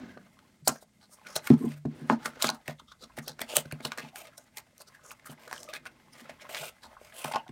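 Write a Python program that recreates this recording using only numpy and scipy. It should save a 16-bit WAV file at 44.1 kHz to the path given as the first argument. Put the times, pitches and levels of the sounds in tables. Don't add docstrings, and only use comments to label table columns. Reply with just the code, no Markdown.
import sys
import numpy as np
from scipy import signal
from scipy.fft import rfft, irfft, next_fast_len
from scipy.io import wavfile

SR = 44100
rng = np.random.default_rng(int(sys.argv[2]) if len(sys.argv) > 2 else 0)


def gain_from_decibels(decibels):
    exponent = np.asarray(decibels, float) / 20
    return 10 ** exponent


def transcribe(signal):
    frames = np.atleast_2d(signal).T
    limited = np.clip(frames, -1, 1)
    pcm = np.round(limited * 32767).astype(np.int16)
    wavfile.write(sys.argv[1], SR, pcm)


N = 331191


def rms_one(x):
    return x / np.sqrt(np.mean(x ** 2) + 1e-20)


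def cut(x, hz, kind, order=2):
    return signal.sosfilt(signal.butter(order, hz, kind, fs=SR, output="sos"), x)


def resonance(x, hz, width_hz):
    r = np.exp(-np.pi * width_hz / SR)
    feedback = [1, -2 * r * np.cos(2 * np.pi * hz / SR), r * r]
    return signal.lfilter(np.array([1, 0, -1]) * (1 - r * r) / 2, feedback, x)


def coloured(x, spectrum):
    hz, level_db = np.transpose(spectrum)
    size = next_fast_len(len(x))
    grid = np.maximum(np.fft.rfftfreq(size, 1 / SR), 1)
    gain = gain_from_decibels(np.interp(np.log(grid), np.log(hz), level_db))
    return irfft(rfft(x, size) * gain, size)[:len(x)]


def drift(rate_hz):
    slow = cut(rng.standard_normal(N // 20 + 3002), 20 * rate_hz, "low")[3000:]
    return np.interp(np.arange(N) / 20, np.arange(len(slow)), rms_one(slow))


def add(out, s, sound):
    i = int(s * SR)
    out[i:i + len(sound)] += sound[:N - i]


# time_s, level_db (rms)
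EARLY_HUM = [(0, -54.5), (.6, -71), (1.35, -66), (1.6, -81.5)]
# time_s, level_db (rms)
RUMBLE_LEVEL = [(0.0, -79), (1.21, -81), (1.59, -78), (1.88, -76), (3.86, -71.5), (3.93, -80.5),
                (6.77, -76), (6.89, -67), (7.5, -82.5)]


def hum():
    def level(rows):
        return gain_from_decibels(np.interp(np.arange(N) / SR, *np.transpose(rows)))
    early = level(EARLY_HUM) * rms_one(resonance(rng.standard_normal(N), 200.0, 30.))
    deep = level(RUMBLE_LEVEL) * rms_one(cut(rng.standard_normal(N), [38., 75.], "band"))
    steady = gain_from_decibels(-82.0) * rms_one(resonance(rng.standard_normal(N), 95., 35.))
    return early + deep + steady


# pitch_hz, level_db (relative)
AIR_SPECTRUM = [(45, -8), (75, 8.5), (108, 16.5), (229, 12.5), (373, -5), (641, 0), (840, -25), (1290, -19),
                (4500, -7), (9070, -6.5), (13600, -37.5), (16000, -60)]


def room_tone():
    air_db = -71
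    return gain_from_decibels(air_db) * rms_one(coloured(rng.standard_normal(N), AIR_SPECTRUM))


def crackle():
    cracks_per_s = 420
    born = rng.random(N) < cracks_per_s * gain_from_decibels(3.0 * drift(12)) / SR
    sizes = gain_from_decibels(4 * np.minimum(rng.exponential(1, N), 3)) * rng.choice([-1, 1], N) * born
    pitches_hz, dealt = np.geomspace(550.0, 3200.0, num=9), rng.integers(0, 9, N)
    rings = np.zeros(N)
    for k, hz in enumerate(pitches_hz):
        cracks = gain_from_decibels(4 * drift(12)) * sizes * (dealt == k) + 1e-18
        rings += rms_one(resonance(cracks, hz, 0.08 * hz))
    return rms_one(cut(rings, 2600.0, "low"))


# pitch_hz, level_db (relative), t60_s (before the ring factors)
BOX_MODES = [(501, 10.5, 0.065), (600, 16.5, 0.064), (660, 9, 0.14), (750, 6, 0.13), (847.6, 12, 0.089),
             (910, 3, 0.22), (1001, 7.5, 0.14), (1140, -4.5, 0.38), (1210, 13, 0.093), (1310, 10.5, 0.1),
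             (1460, 12, 0.19), (1600, 7, 0.18)]
# pitch_hz, level_db (relative), t60_s (before the ring factors)
TABLE_MODES = [(72, -13, 0.12), (102, -11, 0.24), (147.7, 4, 0.34), (201.6, -14, 0.16), (229.3, -2, 0.14),
               (258.1, -2.5, 0.14), (279.8, -2.5, 0.083), (322, -7.5, 0.097), (438.8, -12.5, 0.14)]
# (per Hz, relative)
HISS_SPECTRUM = [(710, 5.5), (1200, -18), (1750, 0.5), (2060, 20), (2270, 5), (4600, -19.5), (6160, -26.5),
                 (11600, -29.5), (16000, -36)]
# time_s, slide_db (skin on card), shift_db (box on table), both before layer offsets
RUB_LEVEL = [(0.0, -60, -44), (0.33, -66, -76), (0.45, -66, -64), (0.6, -74, -72), (1.051, -71, -84),
             (1.291, -55, -78), (1.458, -57.5, -59), (1.659, -54.5, -52), (1.81, -72, -73),
             (1.954, -62.5, -47.5), (2.38, -54, -58), (2.82, -75.5, -82), (3.16, -66.5, -64.5),
             (3.37, -69.5, -63), (3.47, -49.5, -67), (3.79, -56, -64), (4.05, -51, -65.5),
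             (4.115, -63, -63), (4.251, -58, -66.5), (4.349, -68, -67), (4.87, -66, -73),
             (5.63, -60, -60.5), (5.98, -63.5, -62.5), (6.459, -51.5, -63.5), (6.759, -64.5, -74),
             (7.26, -48.5, -74), (7.51, -71.5, -64)]

SPLIT_HZ = 6000


def rubbing():
    hiss_db, box_hum_db, table_hum_db, crackle_db = -18, -11.5, -2.5, -6.5
    treble_offset_db, treble_follows = -10, 0.46
    s, *controls = np.transpose(RUB_LEVEL)
    slide_db, shift_db = [np.interp(np.arange(N) / SR, s, c) for c in controls]
    mean_db = slide_db.mean()
    treble_db = treble_offset_db + mean_db + treble_follows * (slide_db - mean_db)

    sizes = gain_from_decibels(0.98 * np.minimum(rng.exponential(1, N), 5)) * rng.standard_normal(N)
    sparse = sizes * (rng.random(N) < 9000 / SR)
    grains = sparse + 1.9 * rng.standard_normal(N)
    clumps = gain_from_decibels(3 * drift(14) + 2 * drift(70))
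    flutter_db = 3.5 * drift(20)

    hiss = coloured(grains, HISS_SPECTRUM)
    mid = rms_one(cut(hiss, SPLIT_HZ, "low", order=4))
    top = rms_one(cut(hiss, SPLIT_HZ, "high", order=4))
    box = rms_one(sum(gain_from_decibels(db) * resonance(grains, hz, 64.0) for hz, db, t60 in BOX_MODES))
    table = rms_one(sum(gain_from_decibels(db) * resonance(grains, hz, 37.0) for hz, db, t60 in TABLE_MODES))

    surface = gain_from_decibels(hiss_db) * mid + gain_from_decibels(box_hum_db + flutter_db) * box + gain_from_decibels(crackle_db) * crackle()
    sliding = clumps * gain_from_decibels(slide_db) * surface
    treble = np.sqrt(clumps) * gain_from_decibels(treble_db) * top
    return sliding + treble + gain_from_decibels(shift_db + table_hum_db) * table


# start_s, end_s, level_db (at the start), first_hz, last_hz
CREAK_EVENTS = [(0.0, 0.229, -57.5, 1572, 1600), (0.0, 0.132, -52.5, 248, 269),
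                (1.24, 1.345, -57, 1500, 1500), (1.619, 1.685, -50, 750, 726),
                (1.612, 1.68, -50, 1023, 993), (1.995, 2.085, -59, 1620, 1600),
                (2.106, 2.143, -39, 875, 835), (2.516, 2.615, -53.5, 785, 832),
                (2.78, 2.81, -62, 3650, 3640), (2.873, 2.93, -59.5, 3470, 3480),
                (2.875, 2.931, -64, 1244, 1280), (3.021, 3.055, -51.5, 1288, 1250),
                (4.94, 4.966, -56.5, 1680, 1723), (5.04, 5.062, -60, 517, 520),
                (5.42, 5.476, -57, 646, 660), (4.13, 4.174, -48.5, 760, 750), (4.202, 4.303, -52, 700, 587),
                (5.616, 5.658, -49, 660, 606), (5.68, 5.734, -46.5, 548, 652),
                (5.675, 5.72, -50.5, 1205, 1190), (5.73, 5.772, -42, 1600, 1750),
                (5.726, 5.788, -45.5, 2325, 2466), (5.859, 5.885, -50, 1490, 1450),
                (7.12, 7.24, -58, 683, 636), (7.272, 7.33, -45, 660, 705), (7.365, 7.439, -50.5, 880, 880),
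                (7.37, 7.407, -47, 2860, 2820)]


def creaks():
    width_share, fade_db, slips_per_s = 0.064, -7, 900
    out, lead = np.zeros(N), 500
    for start_s, end_s, level_db, first_hz, last_hz in CREAK_EVENTS:
        along = np.linspace(0, 1, int((end_s - start_s) * SR))
        count = len(along) + lead
        slips = rng.standard_normal((2, count)) * (.05 + (rng.random(count) < slips_per_s / SR))
        swing = cut(slips, width_share * first_hz, "low")[:, lead:]
        phase = 2 * np.pi * np.cumsum(first_hz + (last_hz - first_hz) * along) / SR
        tone = rms_one(swing[0] * np.sin(phase) + swing[1] * np.cos(phase))
        edges = np.clip(np.minimum(along, 1 - along) * 8, 0, 1)
        add(out, start_s, gain_from_decibels(level_db + fade_db * along) * edges * tone)
    return out


def card(noise, strongest_hz, width_hz, treble_db):
    body = resonance(noise[0], strongest_hz, width_hz) + 0.096 * cut(noise[0], [1500, SPLIT_HZ], "band")
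    octaves = rng.normal(.2, .6, 3)
    rings_hz = np.clip(strongest_hz * 2 ** octaves, 900, 9000)
    body += 0.3 * sum(resonance(noise[0], hz, 0.05 * hz) for hz in rings_hz)

    fizz = gain_from_decibels(rng.normal(-11, 3)) * cut(noise[1], [10500, 15000], "band")
    treble = resonance(noise[1], 8800., 2100.0) + fizz
    treble_rings_hz = SPLIT_HZ * 2 ** rng.uniform(0, 1.2, 2)
    treble += .9 * sum(resonance(noise[1], hz, .03 * hz) for hz in treble_rings_hz)
    return rms_one(body) + gain_from_decibels(treble_db) * rms_one(cut(treble, 2800.0, "high"))


# peak_s, level_db, length_ms (between the -8 dB points of the burst),
# strongest_hz, treble_db (against the body)
SNAP_EVENTS = [(0.094, -53, 2.2, 1480, -34), (0.229, -63, 4, 1500, -32), (1.013, -55, 0.9, 2490, -23),
               (1.196, -56, 1.2, 2520, -18), (1.3571, -30, 3, 4160, -4.5), (0.1765, -57, 3.6, 1550, -24),
               (0.391, -48, 2.1, 1390, -23.5), (0.6761, -14, 1.55, 4550, -12),
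               (0.679, -15, 2.4, 4800, 16.5), (0.6807, -15, 3.3, 1380, 11), (0.6933, -28.5, 7.8, 1350, -18),
               (0.7600, -51, 12, 1500, -9.5), (1.27, -40.5, 5.5, 2380, -12), (1.3636, -20, 2.5, 3900, -2.5),
               (1.4736, -26, 4.6, 1400, -8), (1.5038, -33.5, 3.2, 2000, -23.5),
               (1.7202, -45, 3.7, 2000, -11), (1.856, -49, 4.5, 1600, -22), (2.1005, -33, 7.2, 1650, -42.5),
               (2.1260, -41.5, 23, 1600, -24), (2.259, -22.5, 4.8, 1400, -13),
               (2.4057, -41, 17, 1420, -15.5), (2.417, -29, 1.7, 3200, -35.5),
               (2.424, -13.5, 1.6, 3890, -6), (2.4289, -19, 1.2, 5470, 12.5),
               (2.4447, -18.5, 4.4, 1320, -17), (2.4713, -26.5, 4.2, 4680, -14),
               (2.484, -29.5, 5, 2340, -30), (2.491, -16, 1.3, 4100, -12.5), (2.5016, -22, 2, 4220, -12.5),
               (2.6805, -27, 2.4, 1940, -4), (2.798, -49, 8, 3540, -21), (2.921, -49, 8, 3600, -24),
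               (3.0401, -42.5, 7.4, 3970, -30), (3.1699, -45, 2.4, 1960, -2),
               (3.1872, -30, 1.2, 1620, -2.5), (3.2809, -29.5, 3, 5080, -4), (3.3937, -34, 2.4, 1600, -29),
               (3.407, -37.5, 4, 2300, -5.5), (3.417, -24.5, 3, 1950, -5), (3.557, -31, 4, 2596, 3),
               (3.568, -5.5, 1.2, 2730, 6.5), (3.6572, -43.5, 4, 1580, -25),
               (3.7137, -35.5, 3.2, 1610, -24), (3.7242, -32.5, 2.8, 2400, -2),
               (3.807, -40, 1.5, 1350, -39.5), (3.8524, -23.5, 3.6, 4120, -11),
               (3.9199, -25.5, 1.1, 2440, -42), (3.9766, -33, 1.9, 1530, -9),
               (3.9846, -33.5, 4.6, 2000, -27), (4.159, -32.5, 1.4, 1710, -6),
               (4.2548, -49, 3.6, 2270, -23), (4.2714, -44, 1.5, 2230, -2),
               (4.3806, -41.5, 6.7, 5530, -1.5), (4.5718, -31.5, 1.5, 2300, 1),
               (4.5832, -36.5, 2.4, 4450, -4), (4.7805, -45, 1.4, 6000, 2.5), (4.8193, -44, 3.6, 4330, 1),
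               (4.9501, -54, 19, 1820, -10), (5.1086, -40.5, 2.9, 2600, -25),
               (5.1168, -39, 6.7, 1310, -4.5), (5.1974, -52, 4.7, 1840, -19),
               (5.246, -51.5, 2.2, 1600, -24), (5.563, -42, 3.4, 1550, -25), (5.261, -44.5, 6.8, 1620, 2.5),
               (5.3011, -51, 14, 3080, -20), (5.3167, -47, 2.3, 3020, 18.5), (5.479, -43, 3.3, 1536, -9),
               (5.5131, -34, 1.8, 1600, -10), (5.5288, -21.5, 0.73, 1630, -11),
               (5.5803, -38, 1.6, 3140, -28), (5.6321, -36.5, 1.7, 5270, -5),
               (5.6422, -45, 1.4, 5700, -0.5), (5.689, -39.5, 1.7, 2160, -8), (5.7369, -29, 1.1, 1840, -25),
               (5.7433, -39, 3.9, 1700, -12), (5.7668, -32, 1.5, 2300, -16.5),
               (5.8554, -35.5, 0.73, 1650, -10.5), (5.87, -42, 1.4, 1490, -18),
               (6.1339, -51, 10, 5200, -27), (6.1979, -47, 4.4, 1850, -11), (6.2964, -40, 4.2, 1720, -41),
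               (6.4939, -47, 5.5, 1635, -14), (6.5477, -24.5, 1.3, 2040, -26),
               (6.5702, -34, 6.6, 1960, -16), (6.581, -36.5, 6.6, 3230, -16.5),
               (6.837, -51.5, 11, 1730, -17), (7.2453, -29.5, 4.3, 2450, -3.5),
               (7.3218, -33.5, 3.5, 1920, -12), (7.3375, -32.5, 2.8, 2530, -26),
               (7.3459, -36, 3.6, 2700, -25), (7.3593, -30.5, 3.8, 2950, -35), (7.368, -38, 3.4, 1940, -37),
               (7.4805, -45, 1.3, 2160, -24), (7.492, -53.5, 9.5, 2070, -27)]


def snaps():
    rise_share, lead = 0.44, 1300
    out, t_ms = np.zeros(N), np.arange(-lead, 2200) * 1000 / SR
    for s, level_db, length_ms, strongest_hz, treble_db in SNAP_EVENTS:
        rise_ms, fall_ms = length_ms * rise_share, length_ms * (1 - rise_share)
        shape = gain_from_decibels(-8 * np.where(t_ms < 0, np.abs(t_ms / rise_ms), np.abs(t_ms / fall_ms) ** 0.98))
        skirt = gain_from_decibels(np.where(t_ms < 0, -33 + 0.49 * t_ms, -24 - 2.0 * t_ms))
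        sound = card(rng.standard_normal((2, len(t_ms))), strongest_hz, 310.0, treble_db)
        sound = sound * np.sqrt(np.sum(shape ** 2) / np.sum((shape * sound) ** 2))
        add(out, s - lead / SR, gain_from_decibels(level_db) * (shape + skirt) * sound)
    return out


def struck(modes, strength_db, build_ms, ring, pressed, held_db, scatter):
    hz, level_db, t60 = np.transpose(modes)[:, :, None]
    t60 = t60 * ring
    t = np.arange(int(t60.max() * SR)) / SR
    swell = np.sin(np.pi / 2 * np.minimum(t * 1000 / max(build_ms, .3), 1)) ** 2
    decay = gain_from_decibels(-60 * t / (pressed * t60)) + gain_from_decibels(held_db - 60 * t / t60)
    phase = scatter * rng.uniform(-0.13, 1, hz.shape)
    partials = gain_from_decibels(level_db + strength_db[:, None]) * decay * np.sin(2 * np.pi * hz * t + phase)
    return swell * np.sum(partials, axis=0)


# start_s, level_db (before the common offset),
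# low_db (extra on the lowest modes), build_ms
THUD_EVENTS = [(0.1658, -53, -6, 1.9), (0.619, -60.5, 11, 8.3), (0.6736, -48, -32, 3),
               (0.689, -34, -9.5, 2.2), (1.2563, -54.5, -7, 7.9), (1.359, -58, 3, 1.7),
               (1.5026, -6.5, -11, 5.1), (1.567, -50, -12, 6.7), (1.6053, -22.5, -33, 12.7),
               (1.639, -19.5, -23, 7.7), (1.8515, -24.5, -6.5, 5), (2.011, -33.5, -6, 16),
               (2.0993, -15, -21, 10.8), (2.2514, -38.5, -14, 12), (2.4424, -31.5, -10, 4.1),
               (2.5, -34.5, -17, 16), (2.683, -41.5, 0, 2.2), (2.815, -56, -11, 7.1),
               (3.026, -49, -18.5, 12), (3.184, -40, -3.5, 2.5), (3.293, -49.5, -0.5, 8),
               (3.413, -43, -26, 1.5), (3.531, -61, -31, 3.4), (3.568, -40, -1, 18),
               (3.658, -56.5, 11, 1.1), (3.7274, -42, 3, 1.5), (3.803, -49.5, -11, 2.5),
               (3.8505, -41, -3, 3.2), (3.983, -49, -7, 5.6), (4.03, -42, -5, 9.3), (5.292, -44, -1.5, 6.3),
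               (6.2174, -50.5, -23, 6.8), (6.303, -54, -7.5, 6.4), (6.597, -64.5, 19, 20),
               (6.848, -54, -17, 7.3), (7.248, -42.5, -1, 3.3), (7.3385, -43.5, -5, 8.9),
               (7.491, -42, -3, 4.8)]


def thuds():
    free_ring, pressed_ring, lifted_ring = 0.5, 0.41, 2.6
    pressed_from_s, lifted_s, lands_s = 3.6, (1.62, 1.7), 1.87
    gripped_s, gripped_db = 1.546, -23
    out, lowest = np.zeros(N), np.array(TABLE_MODES)[:, 0] < 170
    for s, level_db, low_db, build_ms in THUD_EVENTS:
        lifted = lifted_s[0] < s < lifted_s[1]
        if lifted:
            low_ring = lifted_ring
        else:
            low_ring = free_ring if s < pressed_from_s else pressed_ring
        ring = np.where(lowest, low_ring, 1)[:, None]
        strength_db = level_db - 6.5 + low_db * lowest + rng.normal(0, 0.83, len(TABLE_MODES))
        sound = struck(TABLE_MODES, strength_db, build_ms, ring, pressed=0.94, held_db=6.5, scatter=0.9)
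        now_s = s + np.arange(len(sound)) / SR
        if lifted:
            sound = sound * np.clip((lands_s - now_s) / .04, 0, 1)
        if s < gripped_s:
            sound = sound * gain_from_decibels(gripped_db * np.clip((now_s - gripped_s) / .01, 0, 1))
        add(out, s, sound)
    return out


# start_s, level_db, strongest_hz, build_ms (at least 0.3 is played)
TAP_EVENTS = [(0.172, -43.5, 507, 1.5), (0.176, -55.5, 1210, 0.23), (0.6746, -21.5, 726, 1.74),
              (0.7191, -37, 750.0, 7.4), (0.7568, -43.5, 644, 3.9), (0.8255, -57.5, 660.0, 1),
              (1.2617, -49, 1504, 5.1), (1.3635, -36.5, 600, 1.4), (1.473, -54, 1460, 1.2),
              (1.5035, -41, 600, 0.45), (1.852, -40.5, 640, 1.5), (2.0992, -21.5, 934, 0.33),
              (2.1224, -21.5, 780, 3.7), (2.259, -45, 1180, 3.2), (2.279, -43.5, 517, 1.5),
              (2.37, -39, 504, 3.3), (2.4235, -25, 713, 3.9), (2.4422, -29, 600.0, 2.5),
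              (2.472, -36, 1130, 3), (2.485, -24, 1310, 14), (2.492, -20, 780, 2.8), (2.683, -41, 637, 1.3),
              (2.6944, -31, 610, 4.7), (2.795, -43.5, 1080, 3.6), (2.9165, -46, 1237, 2.4),
              (3.031, -58, 1310.0, 4.8), (3.038, -49, 624, 4.4), (3.0987, -51.5, 990, 1.6),
              (3.1775, -39, 660, 2.2), (3.2752, -33.5, 517, 3.2), (3.3926, -45, 750, 2),
              (3.4168, -39, 620, 2.6), (3.536, -34, 493, 2.6), (3.571, -28, 564, 2.65),
              (3.725, -44.5, 564, 0.73), (3.803, -44, 746, 2.5), (3.8474, -33, 1080, 2.7),
              (3.856, -25, 530, 4.2), (3.9194, -38.5, 1360, 0.42), (3.976, -23, 490, 8.8),
              (4.159, -72, 750, 1.3), (4.3802, -39, 617, 8), (4.5876, -49, 970, 2.7),
              (4.8076, -49, 1033, 1), (4.88, -54.5, 570, 4.7), (4.992, -57, 1200, 2.3),
              (5.0448, -44, 1205, 16), (5.255, -46.5, 1170, 4.4), (5.297, -49.5, 613, 2.8),
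              (5.3213, -45, 750, 2.3), (5.4726, -27.5, 500, 11), (5.5129, -35.5, 736, 3.4),
              (5.5271, -51, 1460, 0.74), (5.7432, -69, 1560, 1.3), (5.8601, -41.5, 1410, 1.8),
              (6.2935, -36, 661, 4.2), (6.4923, -41.5, 720, 2.3), (6.5372, -18, 590, 20),
              (6.5454, -31, 637, 7.4), (6.6276, -25, 660, 7.7), (6.8416, -45, 880, 1.9),
              (6.8512, -34, 840, 14), (6.9657, -41, 1050, 3.4), (7.0138, -45, 510, 2.5),
              (7.2472, -29, 767, 1.5), (7.2868, -39, 660.0, 4.4), (7.3132, -33, 875, 2),
              (7.3375, -27, 850, 2.5), (7.347, -25.5, 860, 2.7), (7.358, -19.5, 840, 2.6),
              (7.3673, -29.5, 855, 2.3), (7.464, -38, 760, 6.4), (7.491, -48.5, 805, 3.5)]


def taps():
    out, hz = np.zeros(N), np.array(BOX_MODES)[:, 0]
    for s, level_db, strongest_hz, build_ms in TAP_EVENTS:
        off_db = -np.minimum(30 * np.abs(np.log2(hz / strongest_hz)), 20.5)
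        strength_db = level_db + off_db + rng.normal(0, 1.5, len(BOX_MODES))
        sound = struck(BOX_MODES, strength_db, build_ms, ring=0.6, pressed=0.3, held_db=-21.5, scatter=1.52)
        add(out, s, sound)
    return out


def drag(count, strongest_hz, treble_db):
    fast = rms_one(cut(rng.standard_normal(count), 150, "low"))
    slow = rms_one(cut(rng.standard_normal(count), 35, "low"))
    clumps = gain_from_decibels(1.8 * fast + 2.5 * slow)
    large = gain_from_decibels(3 * np.minimum(rng.exponential(1, count), 4))
    sizes = .7 + large * (rng.random(count) < 2500 / SR)
    grains = clumps * sizes * rng.standard_normal((2, count))
    box = sum(gain_from_decibels(db + rng.normal(0, 8)) * resonance(grains[0], hz, 60.0) for hz, db, t60 in BOX_MODES)
    return card(grains, strongest_hz, 0.18 * strongest_hz, treble_db) + gain_from_decibels(-2.5) * rms_one(box)


# peak_s, level_db, length_ms (between the -6 dB points),
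# strongest_hz, treble_db (against the body)
SCUFF_EVENTS = [(0.686, -29, 18, 6700, -18), (0.715, -49, 38, 4900, -2), (0.76, -55.5, 46, 5810, -16),
                (0.825, -61.5, 22, 3930, 4), (1.035, -61.5, 47, 4100, -29.5), (1.138, -62, 41, 5400, 4.5),
                (1.31, -53.5, 72, 5270, -25), (1.365, -35, 24.3, 5700, -15), (1.475, -46, 47, 1600, -2),
                (1.53, -47.5, 47, 915, -23), (1.585, -61, 37, 1210, -6), (1.645, -65, 250, 1020, 4.5),
                (1.72, -55.5, 44, 2400, -13), (1.777, -59.5, 19.4, 1600, -5), (2.109, -48.5, 52, 1210, -35),
                (2.149, -66.5, 27, 1260, -27), (2.264, -41, 35, 1290, -3), (2.448, -33.5, 48, 3430, -8),
                (2.54, -53, 43, 1040, -8), (2.69, -45.5, 46, 1900, -13.5), (2.904, -65, 41, 4550, -23),
                (3.033, -55, 40, 4060, -20), (3.185, -45.5, 22.4, 1960, -8), (3.237, -55.5, 21, 6050, -6),
                (3.285, -45.5, 53, 4070, -15), (3.422, -46.5, 33, 2020, -9), (3.518, -41, 47, 2830, -10.5),
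                (3.565, -32, 47, 3017, 2), (3.72, -58, 12, 2350, -10), (3.855, -43.5, 44.3, 3670, -6),
                (3.927, -45, 17, 2500, -21), (3.992, -42, 29, 1570, -13), (4.033, -50, 47, 2450, -33),
                (4.193, -54.5, 65, 2700, 5), (4.278, -58, 19, 2300, -17), (4.395, -65, 98, 6650, -13),
                (4.581, -46.5, 27, 2090, 1), (4.811, -49.5, 21, 4500, -6), (4.884, -54, 18, 4500, -13),
                (5.049, -64.5, 70, 1310, -18), (5.272, -52.5, 23, 1380, 0),
                (5.315, -50.5, 24.5, 1320, -0.5), (5.533, -53, 76, 1620, -7),
                (5.585, -53.5, 150, 5760, -13), (5.699, -50.5, 29, 2600, -12), (5.75, -43, 29, 3800, -6),
                (5.866, -46.5, 22, 2280, -14), (6.198, -55.5, 74, 1905, -7), (6.299, -52, 34, 1960, -24),
                (6.419, -48.5, 19.5, 2170, -32), (6.55, -45, 92, 1960, -20), (6.629, -47.5, 77, 3600, 0),
                (6.848, -51, 30, 4030, -22), (7.06, -59.5, 89, 2250, -6), (7.19, -53, 73, 2970, 3),
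                (7.262, -41.5, 19, 1310, -5), (7.375, -54, 25, 2720, -33)]


def scuffs():
    rise_share, lead = 0.54, 3000
    caught_db = -9
    out, t_ms = np.zeros(N), np.arange(-lead, 4500) * 1000 / SR
    snap_s, snap_db = np.array(SNAP_EVENTS)[:, :2].T
    for s, level_db, length_ms, strongest_hz, treble_db in SCUFF_EVENTS:
        rise_ms, fall_ms = length_ms * rise_share, length_ms * (1 - rise_share)
        shape_db = -6 * np.where(t_ms < 0, np.abs(t_ms / rise_ms) ** 2.0, np.abs(t_ms / fall_ms) ** 1.6)
        snap_ms = (snap_s - s) * 1000
        freed_ms = snap_ms[(snap_ms > -2 * rise_ms) & (snap_ms < -2) & (snap_db > level_db)]
        if len(freed_ms):
            shape_db = shape_db + caught_db * (t_ms < freed_ms.min() - 1)
        add(out, s - lead / SR, gain_from_decibels(level_db + shape_db) * drag(len(t_ms), strongest_hz, treble_db))
    return out


# start_s, end_s, level_db, strongest_hz,
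# treble_db (against the body)
SLIDE_EVENTS = [(1.952, 2.1, -73, 1470, 3), (2.205, 2.245, -58, 1390, -20), (4.043, 4.1, -58.5, 2370, -32),
                (2.28, 2.422, -62, 1330, -30.5), (4.16, 4.221, -54, 2280, -26),
                (4.242, 4.285, -60.5, 2300, -23), (5.038, 5.133, -57, 6500, -22),
                (5.394, 5.469, -60.5, 1980, -8), (6.494, 6.694, -48, 2450, -3.5),
                (7.19, 7.33, -52, 2570, -1)]


def slides():
    edge_ms, lead = 8, 1000
    out, t_ms = np.zeros(N), np.arange(-lead, 12000) * 1000 / SR
    for start_s, end_s, level_db, strongest_hz, treble_db in SLIDE_EVENTS:
        to_edge_ms = np.minimum(t_ms, (end_s - start_s) * 1000 - t_ms)
        shape = np.clip(to_edge_ms / edge_ms + 1, 0, 1) ** 2
        add(out, start_s - lead / SR, gain_from_decibels(level_db) * shape * drag(len(t_ms), strongest_hz, treble_db))
    return out


def room(x):
    t60_s, wall_cut_hz = 0.14, 1600
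    t = np.arange(int(.4 * SR)) / SR
    echoes = rng.standard_normal(len(t)) * gain_from_decibels(-60 * t / t60_s) * (t > .004)
    echoes = cut(echoes, wall_cut_hz, "low", order=1)
    return signal.fftconvolve(x, echoes / np.sqrt(np.sum(echoes ** 2)))[:N]


def scene():
    handling = rubbing() + creaks() + snaps() + thuds() + taps() + scuffs() + slides()
    near = cut(handling, 69.0, "high", order=3)
    room_db = -16
    return (near + gain_from_decibels(room_db) * room(near) + room_tone() + hum())[None]


def roll_off(x):
    return signal.sosfilt(signal.butter(12, 16800, fs=SR, output="sos"), x)


def record(dry):
    rounded = 0.93 * np.tanh(dry / 1.02)
    mix = cut(rounded, 16300, "low", order=12)
    return roll_off(mix)


dry = scene()
out = record(dry)
transcribe(out)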